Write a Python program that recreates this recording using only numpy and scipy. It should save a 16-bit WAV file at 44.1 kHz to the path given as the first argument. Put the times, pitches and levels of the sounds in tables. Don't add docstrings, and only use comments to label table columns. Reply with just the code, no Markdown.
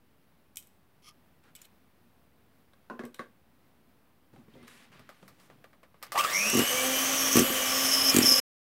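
import sys
import numpy as np
from scipy import signal
from scipy.fft import rfft, irfft, next_fast_len
from scipy.io import wavfile
from scipy.ndimage import uniform_filter1d

SR = 44100
rng = np.random.default_rng(int(sys.argv[2]) if len(sys.argv) > 2 else 0)


def amplitude_ratio(level_db):
    exponent = np.asarray(level_db, float) / 20
    return 10 ** exponent


def dump(signal):
    limited = np.clip(np.atleast_2d(signal).T, -1, 1)
    pcm = np.round(limited * 32767).astype(np.int16)
    wavfile.write(sys.argv[1], SR, pcm)


N = 386316
T = np.arange(N) / SR
SLOTS, MAINS_PULL_HZ = 12, 100
MAINS_PHASE = 2 * np.pi * MAINS_PULL_HZ * T

# (frequency [Hz], width [Hz], level [dB])
STONE = [
    [(139, 230, -7), (239.4, 15, 2), (362, 54, -0.5), (490, 170, 1)],
    [(724, 150, -6), (1100, 120, 2), (1480, 240, -3), (1900, 800, 1), (3300, 460, -4)],
    [(3770, 400, 4.8), (8960, 690, 0.73), (9600, 2100, 0.6)],
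]
# (start [s], length [s], housing level [dB], air level [dB])
JOLTS = [
    (6.149, 0.019, -27.5, -48),
    (6.172, .012, -30, -31.5),
    (6.19, 0.023, -20.5, -43.5),
    (6.233, 0.015, -33, -35),
    (6.29, 0.035, -43, -49),
    (6.573, 0.023, -59, -34),
    (7.345, 0.039, -30, -32),
    (8.113, 0.16, -51, -41.5),
]


def rms_one(x):
    return x / np.sqrt(np.mean(x ** 2) + 1e-20)


def in_time(rows, x, log=False):
    a, b = np.transpose(rows)
    return np.interp(np.log(x), np.log(a), b) if log else np.interp(x, a, b)


def drift(rate_hz):
    r = np.exp(-80 * np.pi * rate_hz / SR)
    noise = rng.standard_normal(N // 40 + 2002)
    slow = signal.lfilter([1], [1, -2 * r, r * r], noise)[2000:]
    return np.interp(np.arange(N) / 40, np.arange(len(slow)), rms_one(slow))


def coloured(spectrum):
    size = next_fast_len(N)
    hz, db = np.transpose(spectrum)
    bins_hz = np.arange(size // 2 + 1) * SR / size
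    shape = amplitude_ratio(np.interp(np.log(bins_hz + 1), np.log(hz), db))
    return rms_one(irfft(rfft(rng.standard_normal(size)) * shape, size)[:N])


def resonate(x, body):
    out, power = 0, 0
    for k, (hz, width_hz, db) in enumerate(body):
        r = np.exp(-np.pi * width_hz / SR)
        a = [1, -2 * r * np.cos(2 * np.pi * hz / SR), r * r]
        mode = np.sqrt((1 - r * r) / 2) * signal.lfilter([1, 0, -1], a, x + 1e-18)
        out = out + (-1) ** k * amplitude_ratio(db) * mode
        power += amplitude_ratio(2 * db)
    return out / np.sqrt(power)


def grains(per_s, spread_db):
    sizes = amplitude_ratio(spread_db * np.minimum(rng.exponential(1, N), 4)) * rng.choice([-1, 1], N)
    return rms_one(sizes * (rng.random(N) < per_s / SR))


def spells(start_s, length_s, db, attack_s, t60_s, swell_db=None):
    out = np.zeros(N)
    for k, (s, length) in enumerate(zip(start_s, length_s)):
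        t = T[:round((length + t60_s) * SR)][:N - round(s * SR)]
        swell = 0 if swell_db is None else swell_db[k] * (np.minimum(t / length, 1) - .5)
        release_db = 60 * np.maximum(t - length, 0) / t60_s
        out[round(s * SR):][:len(t)] += np.minimum(t / attack_s, 1) * amplitude_ratio(db[k] + swell - release_db)
    return out


def taps(events, body, crack_s, tail_db, trim_db, tilt):
    out, t = np.zeros(N), T[:SR // 2]
    for k, resonances in enumerate(body):
        force = np.zeros(N + len(t))
        for s, db, bright_db, t60_s in events:
            shape = np.exp(-t / crack_s) + amplitude_ratio(tail_db - 60 * t / np.clip(t60_s, .01, 1))
            force[round(s * SR):][:len(t)] += amplitude_ratio(db + trim_db[k] + tilt[k] * bright_db) * shape
        out += resonate(force[:N] * rng.choice([-1, 1], N), resonances)
    return out


def ring(modes):
    out, t = np.zeros(N + SR), T[:SR // 4]
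    for s, hz, db, t60_s in modes:
        decay = amplitude_ratio(db - 60 * t / np.clip(t60_s, .008, .3))
        out[round(s * SR):][:len(t)] += decay * np.sin(2 * np.pi * hz * t)
    return out[:N]


def room():
    # (frequency [Hz], density [dB per Hz])
    room_tone = [(25, -25), (40, -21), (70, -1), (95, -5), (160, -3.5), (240, -2.5), (400, -10.5),
                 (1000, -14.5), (2500, -21.5), (5000, -29), (7000, -34.5), (10000, -30), (14000, -28),
                 (16000, -26)]
    return amplitude_ratio(-65.5 + 0.7 * drift(2.5)) * coloured(room_tone)


def rustle():
    # (start [s], length [s], level [dB], brightness [dB], swell [dB])
    brushes = [(1.427, 0.068, -70, -20, -13), (1.545, 0.087, -65.5, 23, 4), (4.49, 0.16, -65.5, -13, 5),
               (4.666, 0.18, -56.5, 20, -3), (4.914, 0.23, -63, 6, -12), (5.115, 0.26, -69.5, 21.5, -1),
               (5.38, 0.08, -67, 23.5, 3), (5.498, 0.2, -76, -14, -3), (6.017, 0.1, -57.5, -8, -14)]
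    # (start [s], length [s], level [dB])
    shoves = [(1.436, 0.082, -61), (4.325, 0.06, -49.5), (4.524, 0.11, -53.5), (4.89, 0.13, -51),
              (5.214, 0.11, -55), (5.49, 0.13, -55.5), (6.048, 0.07, -56)]
    rumble = resonate(rng.standard_normal(N), [(84.5, 74, -6.0), (162.4, 125, 2.0)])
    dull = resonate(grains(6400, spread_db=3.0), [(1246, 1900, 9.4), (2910, 4200, 5.0)])
    bright = resonate(grains(8700, spread_db=0.0), [(5330, 14000, -0.79), (11380, 6700, -0.99)])
    s, length, db, bright_db, swell_db = np.transpose(brushes)
    out = spells(s, length, db, 0.015, 0.33, swell_db) * dull
    out += spells(s, length, db + bright_db - 24.0, 0.012, 0.16, 2.3 * swell_db) * bright
    squeak = resonate(rng.standard_normal(N), [(2060, 23, 0)])
    out += spells([4.553], [0.065], [-71], .01, .04) * squeak
    return out + spells(*np.transpose(shoves), 0.0098, 0.46) * amplitude_ratio(-6.0 + 1.9 * drift(10)) * rumble


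def cutlery():
    # (time [s], level [dB], brightness [dB], t60 [s])
    contacts = [(0.558, -52, 6.5, 0.075), (0.57, -38, 5.5, 0.15), (0.625, -61.5, 2, 0.6),
                (0.671, -71, 12, 0.064), (1.0234, -72, -1, 0.06), (1.4381, -73, 8, 0.06),
                (1.5514, -50, 2, 0.14), (1.5565, -60, 6, .04), (1.5625, -54, 3, 0.046),
                (1.5894, -66, -2, 0.22), (1.6164, -51.5, 4, 0.1), (1.643, -63, 1, .1),
                (1.648, -61, -1, .06), (1.653, -62, 7, .06), (3.052, -54.5, 3.5, 0.18),
                (3.1443, -52.5, 2, 0.16)]
    # (frequency [Hz], width [Hz], level [dB])
    steel = [
        [(400, 200, 0)],
        [(1510, 1300, -14), (2260, 150, 6.5), (2510, 34, 7), (2930, 180, 8.5), (3070, 200, 12), (3670, 770, 11)],
        [(5200, 380, -10), (6050, 320, -4), (6300, 2000, 6), (6880, 1500, 8.5), (8040, 200, 2.5),
         (8730, 410, 2.5), (10700, 3500, 5), (12500, 580, 4), (13600, 500, -5.5), (14400, 2400, 3)],
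    ]
    return taps(contacts, steel, crack_s=0.0011, tail_db=-15.5, trim_db=[-40, 8.0, 8.0], tilt=[0, -1, 1])


def contact_modes():
    # (time [s], frequency [Hz], level [dB], t60 [s])
    modes = [(.571, 2500, -61, 0.046), (.571, 3180, -54, 0.16), (1.552, 3500, -49, 0.036),
             (1.552, 7900, -46, .06), (1.563, 5220, -58, .04), (1.563, 3000, -58, .08),
             (1.59, 3500, -64, .04), (1.617, 7050, -45, 0.027), (1.652, 4100, -56, .03),
             (1.653, 2200, -62, .03), (2.899, 3900, -58, .03), (2.9, 1080, -54, .17),
             (2.993, 1690, -39, 0.042), (2.993, 2140, -46, .06), (3.053, 5120, -63, 0.046),
             (3.144, 5900, -58, .03), (3.144, 3120, -53, .04), (3.145, 3980, -60, .08),
             (3.145, 1540, -55, .05), (3.193, 1900, -53, .05), (3.193, 3950, -52, .03),
             (4.338, 900, -62, .04), (4.362, 794, -52, 0.062), (4.362, 1300, -61, .04),
             (4.538, 3230, -61, .05), (4.538, 3600, -62, .05), (4.681, 1700, -48, .05),
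             (4.681, 2080, -53, .04), (5.4, 1900, -58, .04)]
    return ring(modes)


def scrape():
    # (frequency [Hz], width [Hz], level [dB])
    scraped = [(1222, 24, -5), (2100, 270, -1), (3250, 200, 3.5), (4370, 300, -2), (5230, 480, 5.5),
               (5840, 1200, 4.5), (8000, 2700, -3), (10400, 1100, 0.5), (14000, 1500, -10)]
    end_s, slip_t60_s = 1.09, .075
    ease_db = 230 * np.maximum(end_s - T, 0)
    db = -50 - ease_db - 60 * np.maximum(T - end_s, 0) / slip_t60_s
    clicks = (T > 1.022) * amplitude_ratio(db) * grains(2500, spread_db=2.5) * amplitude_ratio(0.78 * drift(120))
    return resonate(clicks, scraped[1:]) + resonate(clicks * amplitude_ratio(-5.5 - 0.75 * ease_db), scraped[:1])


def sticky_wipe():
    crackle = resonate(grains(1800, spread_db=1.5), [(1350, 500, 0)])
    return spells([1.446], [.055], [-67], .005, .08) * crackle


def laid_on_counter():
    # (time [s], level [dB], brightness [dB], t60 [s])
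    spoon_down = [
        (2.899, -47, -3, 0.27),
    ]
    fork_down = [
        (2.734, -66, 12, 0.064),
        (2.993, -47, -1.5, 0.2),
        (3.036, -58, -9.5, 0.2),
        (3.143, -68, 17, 0.27),
        (3.187, -64, 7, .05),
        (3.193, -44.5, 1.5, 0.19),
    ]
    # (frequency [Hz], width [Hz], level [dB])
    spoon_on_stone = [(704, 140, -3.5), (1048, 40, 4.5), (1480, 92, -2), (1950, 55, -14), (1500, 610, -17),
                      (2700, 390, -13)]
    fork_on_stone = [(525, 76, 5), (1123, 54, 6.5), (1594, 120, 5), (2170, 320, 2.5), (1700, 1500, -0.5),
                     (2570, 130, -7.5), (3200, 300, -16)]
    tilt = [-1.3, 0, 1.6]
    spoon = taps(spoon_down, [STONE[0], spoon_on_stone, STONE[2]], crack_s=0.0012, tail_db=-5.0,
                 trim_db=[10.0, 9.0, -15], tilt=tilt)
    fork = taps(fork_down, [STONE[0], fork_on_stone, STONE[2]], crack_s=0.0011, tail_db=-4.5,
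                trim_db=[11.0, 9.0, -15], tilt=tilt)
    return spoon + fork


def bowl_shifts():
    # (time [s], level [dB], brightness [dB], t60 [s])
    shifts = [(4.337, -70.5, 1.5, 0.13), (4.361, -72, 11, 0.08), (4.387, -77, -1, 0.085),
              (4.483, -71.5, 2, 0.079), (4.553, -72, -1, 0.88), (4.599, -87, 9, 0.27),
              (4.628, -69.5, 20, 0.4)]
    return taps(shifts, STONE, crack_s=0.0013, tail_db=-6.0, trim_db=[24, 7.0, -2.1], tilt=[-1.6, .3, .6])


def handle():
    # (time [s], level [dB], brightness [dB], t60 [s])
    clicks = [(4.679, -59, 6, 0.039), (4.919, -64.5, 0, 0.52), (4.994, -58, 1.5, 0.073),
              (5.091, -49, -0.5, 0.13), (5.228, -62, -13, 0.1), (5.279, -55, 3.5, 0.13),
              (5.399, -63, 3, 0.24), (5.5, -58, -5, 0.14), (5.642, -53, -2.5, 0.087),
              (5.731, -61.5, -5, 0.1), (5.831, -56.5, -1.5, 0.13), (5.943, -65, -4, 0.15),
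              (6.018, -63, -2, 0.055), (6.027, -43, 4.5, 0.11), (6.066, -56, 1, 0.051),
              (6.12, -39.5, 4, 0.2), (6.157, -36, -5, 0.049)]
    # (frequency [Hz], width [Hz], level [dB])
    plastic = [
        [(233, 42, -6.5), (530, 244, 21)],
        [(703, 210, 2), (1186, 93, 12.6), (1900, 570, 10), (3420, 1400, 1.8)],
        [(4796, 1300, -1.5), (8400, 1300, -4.5), (12600, 5400, -2.5)],
    ]
    return taps(clicks, plastic, crack_s=0.0008, tail_db=-4.5, trim_db=[1.1, 6.0, -4.0], tilt=[-.9, 0, 2.2])


def bowl_rocking():
    # (time [s], peak [dB])
    thuds = [
        [(6.529, -20.5), (6.534, -17), (6.542, -23), (6.55, -9.5), (6.558, -13.5), (6.572, -9.5), (6.581, -15),
         (6.592, -7), (6.6, -16), (6.614, -15), (6.621, -18), (6.633, -22)],
        [(7.334, -31), (7.354, -6.5), (7.362, -28.5), (7.37, -4.5), (7.379, -15.5), (7.392, -7.5), (7.403, -8),
         (7.416, -11.5), (7.424, -16.5), (7.436, -22), (7.501, -19)],
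        [(8.145, -9), (8.166, -5), (8.186, -4.5), (8.211, -12), (8.232, -16.5), (8.241, -16), (8.274, -21.5),
         (8.316, -18.5)],
    ]
    # (frequency [Hz], width [Hz], level [dB])
    rocking = [
        [(106, 45, -11), (231.4, 31, 3), (335, 113, 6.5), (445, 190, 5)],
        [(103, 45, -9), (232.3, 28, 5), (338, 78, 7.5), (453, 190, 5)],
        [(105.4, 42, -9.5), (245, 40, 6.5), (332, 110, 7.5), (450, 110, 3)],
    ]
    # (time [s], peak [dB])
    settles = [(4.339, -45), (4.387, -43), (4.395, -45), (4.481, -42), (4.54, -45), (4.559, -42),
               (4.571, -45), (4.6, -47), (4.632, -47)]
    # (frequency [Hz], width [Hz], level [dB])
    settling = [(150, 120, -0.5), (226, 26, 4), (330, 140, -3)]
    out = np.zeros(N)
    soft = np.hanning(round(0.0022 * SR))
    for events, body in zip(thuds + [settles], rocking + [settling]):
        push = np.zeros(N)
        for s, db in events:
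            push[round((s - .001) * SR)] = -amplitude_ratio(db - 15.5)
        out += resonate(np.convolve(push, soft)[:N], body) * 60 / soft.sum()
    return out


def glass_clinks():
    # (time [s], peak [dB])
    clinks = [(6.1557, -48), (6.1758, -32), (6.186, -27), (6.197, -26), (6.208, -23.5), (6.241, -32),
              (6.499, -16.5), (6.5475, -21), (6.571, -18.5), (6.5916, -16), (7.329, -17.5), (7.352, -24),
              (7.368, -10.5), (7.3931, -13), (7.4155, -28), (8.143, -14.5), (8.1645, -8.5), (8.1862, -13)]
    # (frequency [Hz], level [dB], t60 [s])
    glass = [(1982, -13, 0.11), (2960, -16.5, 0.0235), (4700, -19, 0.04), (5750, -7, 0.023),
             (6450, -4, 0.015), (7370, -5.5, 0.043), (7960, 2.5, 0.0084), (8340, -6, 0.035),
             (9360, -4.5, 0.028), (10930, -5.5, 0.028), (11900, -1.5, 0.019), (13050, -17, .03),
             (14700, -8.5, 0.016)]
    out, t = np.zeros(N + SR), T[:SR // 8]
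    for s, db in clinks:
        rings = 0
        for (hz, mode_db, t60_s), spread_db in zip(glass, rng.normal(0, 4.0, len(glass))):
            rings = rings + amplitude_ratio(mode_db + spread_db - 60 * t / t60_s) * np.sin(2 * np.pi * hz * t)
        crack = rng.standard_normal(len(t)) * np.exp(-t / 0.0036)
        out[round(s * SR):][:len(t)] += amplitude_ratio(db - 10.0) * (rings + crack)
    return out[:N]


def gear_slams():
    # (time [s], frequency [Hz], level [dB], t60 [s])
    slams = [(6.176, 2620, -30, 0.033), (6.176, 4500, -31.5, .02), (6.185, 6250, -29.5, .04),
             (6.186, 5300, -30, .03), (6.195, 3200, -25, 0.044), (6.195, 5350, -31, .04),
             (6.24, 4980, -28.5, 0.036), (6.24, 6300, -33, .02), (6.246, 1270, -20.5, 0.079),
             (6.248, 3900, -35, .02), (6.3, 5600, -34, .05)]
    return ring(slams)


def armature():
    # (time [s], speed [turns per s])
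    run_up = [(6.142, 48), (6.222, 119), (6.29, 147), (6.35, 178.7), (6.44, 209.6), (6.53, 228),
              (6.64, 239.8), (6.79, 256.8), (7.0, 265.4), (7.3, 268.9), (7.44, 268.2), (7.62, 256.9),
              (7.75, 264.2), (7.95, 266.4), (8.1, 269.8), (8.22, 262.8), (8.32, 260.0), (8.4, 260.1)]
    inertia_s = .09
    speed = in_time(run_up, T)
    running = np.clip((T - run_up[0][0]) / 0.042, 1e-6, 1)
    speed = np.where(T > run_up[3][0], uniform_filter1d(speed, size=round(inertia_s * SR)), speed)
    speed = speed - 21 * np.exp(-((T - 6.246) / .015) ** 2)
    turn = 2 * np.pi * np.cumsum(speed * (1 + .0004 * drift(15) + .0008 * drift(3))) / SR
    strain = np.clip(1 - speed / 240, 0, 1)
    return speed, running, turn, strain


def shaft_hum(speed, turn):
    # (frequency [Hz], level [dB])
    hum_out = [(52, -62.5), (130, -73), (170, -58.5), (197, -49.5), (218, -39.5), (243, -55), (258, -43.5),
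               (268, -39.5)]
    # (start [s], length [s], level [dB])
    loads = [
        (6.704, 0.23, -38),
        (7.423, 0.21, -41.5),
        (7.71, 0.084, -41),
        (8.268, 0.12, -40),
    ]
    hum_db = in_time(hum_out, speed, log=True)
    second = amplitude_ratio(-62.5) + spells(*np.transpose(loads), 0.027, 0.18)
    hum = amplitude_ratio(hum_db + 2.8 * drift(14.0)) * np.sin(turn)
    return hum + second * amplitude_ratio(1.4 * drift(30)) * np.sin(2 * turn)


def slot_whine(speed, turn):
    # (frequency [Hz], level [dB])
    whine_out = [(620, -27), (1150, -40), (1600, -42.5), (2000, -40), (2400, -35), (2650, -36.5),
                 (2900, -42), (3200, -45.5)]
    octave_out = [(1300, -58), (1900, -39), (2500, -40), (2900, -45), (3300, -47), (3700, -49), (4300, -58),
                  (5000, -66)]
    side_steps = [-3, -2, -1, 0, 1, 2]
    side_db = [-17.0, -11.0, -5.0, 0.0, -1.0, -6.0]
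    full_speed_side_db = [-5, -1, 1, -4, 1, 0]
    slot_db = in_time(whine_out, SLOTS * speed, log=True)
    octave_db = in_time(octave_out, 2 * SLOTS * speed, log=True)
    waver_db = 1.5 * drift(12)
    spread = np.clip((262 - speed) / 25, .15, 1)
    vent_hz, vent_db_per_hz = 3050, .022
    out = np.zeros(N)
    for step, db, full_db in zip(side_steps, side_db, full_speed_side_db):
        off_hz = SLOTS * speed + step * MAINS_PULL_HZ - vent_hz
        shut_db = vent_db_per_hz * np.maximum(off_hz, 0) - 4.0 * np.exp(-(off_hz / 130) ** 2)
        line_db = slot_db + spread * db + (1 - spread) * full_db - shut_db
        flutter_db = waver_db + 2.5 * drift(7) + (1 + 2 * spread) * .8 * drift(45)
        phase = SLOTS * turn + step * (MAINS_PHASE + .9) + (1 - .5 * spread) * step ** 2
        out += amplitude_ratio(line_db + flutter_db) * np.sin(phase)
        octave_phase = 2 * SLOTS * turn + step * MAINS_PHASE + step ** 2
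        out += amplitude_ratio(octave_db + 1.5 * db + 2.5 * drift(30)) * np.sin(octave_phase)
    return out


def brush_lines(speed, turn, strain, low):
    orders = [3, 7, 9, 11, 22, 13, 25, 26, 27, 29, 30, 31, 33, 34, 35, 36, 37, 38, 39, 40, 41, 42, 43, 44,
              45, 47, 48, 49, 52, 53, 54, 55, 56, 57, 59]
    orders_db = [-53, -54, -48, -48, -52, -53, -52, -54, -56, -53, -53, -54, -55, -56, -48.5, -45, -57, -55,
                 -54, -53, -50, -51, -52, -58, -58, -48, -45, -58, -53, -54, -51, -51, -56, -57, -56]
    # (frequency [Hz], level [dB])
    orders_out = [(7900, 0), (8600, -4), (9250, -1), (10000, -3), (12300, -2), (13300, -6), (14050, 3),
                  (14800, -3)]
    clear_db = -40 * strain - .3 * np.maximum(20 * np.log10(low) + 35, 0)
    out = np.zeros(N)
    for order, db in zip(orders, orders_db):
        line_db = db + clear_db + in_time(orders_out, order * speed)
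        out += amplitude_ratio(line_db + 4.5 * drift(5) + 2.2 * drift(30)) * np.sin(order * turn + order ** 2)
    return out


def fan_air(speed, running, turn, strain):
    # (frequency [Hz], density [dB per Hz])
    airflow = [(30, -25.5), (100, -14.5), (400, -9.5), (560, -2), (900, -10), (1200, -6), (2900, -6.5),
               (3550, -9.5), (4100, -13.5), (4700, -11.5), (6300, -14.5), (8000, -10.5), (10300, -17),
               (12200, -12), (13400, -19), (14200, -16), (16000, -16.5)]
    s, length, _, air_db = np.transpose(JOLTS)
    steady_db = -30 + 7.5 * np.log2(speed / 285.5)
    blow = running * amplitude_ratio(steady_db) + spells(s, length, air_db, 0.013, 0.097)
    air = coloured(airflow)
    bass = signal.sosfilt(signal.butter(2, 450, fs=SR, output="sos"), air)
    air = air - strain * bass
    mains_db = (-1.0 + 5.2 * strain) * np.sin(MAINS_PHASE + 1.0)
    return blow * air * amplitude_ratio(mains_db + 1.9 * np.sin(turn) + 0.66 * drift(26))


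def housing_shake(running, strain):
    # (frequency [Hz], width [Hz], level [dB])
    housing_modes = [(1147, 59, 4), (1187, 59, 0.5), (2590, 500, -10.5)]
    s, length, housing_db, _ = np.transpose(JOLTS)
    shake = running * amplitude_ratio(-37 + 1.2 * drift(8)) + spells(s, length, housing_db, 0.00614, 0.058)
    force = rng.standard_normal(N) * amplitude_ratio(5.0 * strain * np.sin(MAINS_PHASE))
    return shake * amplitude_ratio(-1.0) * resonate(force, housing_modes)


def squeal_levels(running):
    # (start [s], length [s], level [dB], low over high [dB], swell [dB])
    squeals = [(6.324, 0.27, -32.5, -3.5, -4), (6.654, 0.51, -32.5, -24, 5.5),
               (7.165, 0.13, -27.5, -6.5, -3), (7.305, 0.11, -24.5, -10.5, -4.5),
               (7.509, 0.15, -34.5, -32, 0), (7.652, 0.29, -31, 0.5, 5), (7.91, 0.11, -34.5, 9.5, 0),
               (8.03, 0.073, -31, 7.5, 5.5), (8.217, 0.016, -24, 4, -5), (8.246, 0.055, -27.5, 11, -1),
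               (8.303, 0.088, -30, 9, -1.5)]
    s, length, db, low_over_db, swell_db = np.transpose(squeals)
    levels = []
    for level_db in (db + low_over_db, db):
        bursts = spells(s, length, level_db, 0.017, 0.076, swell_db)
        levels.append(running * amplitude_ratio(-68.5) + bursts * amplitude_ratio(.9 * drift(18)))
    return levels


def bearing_squeal(turn, strain, low, high):
    # (frequency [Hz], width [Hz], level [dB])
    low_modes = [(5070, 190, 1.5), (5200, 94, -2), (5390, 110, 0), (5470, 98, -1), (5616, 38, 0.5),
                 (5710, 80, -1)]
    high_modes = [(5990, 330, 3.5), (6480, 160, -5), (6393, 210, 4)]
    overtone = [(10570, 930, -5), (11410, 240, -2), (11790, 890, -3.5), (12420, 270, -17)]
    # (time [s], frequency [Hz])
    squeal_pitch = [(6.3, 5620), (7.3, 5600), (7.6, 5330), (7.9, 5330), (8.03, 5200), (8.112, 5320),
                    (8.23, 5350), (8.29, 5330), (8.33, 5230), (8.4, 5200)]
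    mains_db = (3.0 + 10 * strain) * np.sin(MAINS_PHASE + 2.5)
    chatter = grains(9000, spread_db=.5) * amplitude_ratio(mains_db + 3.5 * np.sin(turn) + .8 * drift(30))
    centre_hz, reach_hz = in_time(squeal_pitch, T), 200
    favoured = np.zeros(N)
    for k, (hz, width_hz, db) in enumerate(low_modes):
        mode_db = db + 2.5 - 4.5 * ((hz - centre_hz) / reach_hz) ** 2
        favoured += (-1) ** k * amplitude_ratio(mode_db) * resonate(chatter, [(hz, width_hz, 0)])
    squeal = low * amplitude_ratio(-4.5) * favoured + high * amplitude_ratio(-4.0) * resonate(chatter, high_modes)
    squeal = signal.sosfilt(signal.butter(4, [4980, 6680], "band", fs=SR, output="sos"), squeal)
    return squeal + low ** 0.82 * amplitude_ratio(-13.5) * resonate(chatter, overtone)


def motor():
    speed, running, turn, strain = armature()
    low, high = squeal_levels(running)
    tones = shaft_hum(speed, turn) + slot_whine(speed, turn) + brush_lines(speed, turn, strain, low)
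    noise = fan_air(speed, running, turn, strain) + housing_shake(running, strain)
    return np.sqrt(2) * running * tones + noise + bearing_squeal(turn, strain, low, high)


def scene():
    hands = room() + rustle() + bowl_shifts() + handle()
    table = cutlery() + contact_modes() + scrape() + sticky_wipe() + laid_on_counter()
    mixer = bowl_rocking() + glass_clinks() + gear_slams() + motor()
    return np.tile(hands + table + mixer, (2, 1))


def roll_off(x):
    return signal.sosfilt(signal.butter(12, 16500, fs=SR, output="sos"), x)


def record(dry):
    top_cut = signal.ellip(10, .5, 70, 15750, fs=SR, output="sos")
    wet = signal.sosfilt(top_cut, dry - .0005)
    stop_s, fade_s = 8.402, 0.0054
    return roll_off(wet * np.clip((stop_s - T) / fade_s, 0, 1))


dry = scene()
out = record(dry)
dump(out)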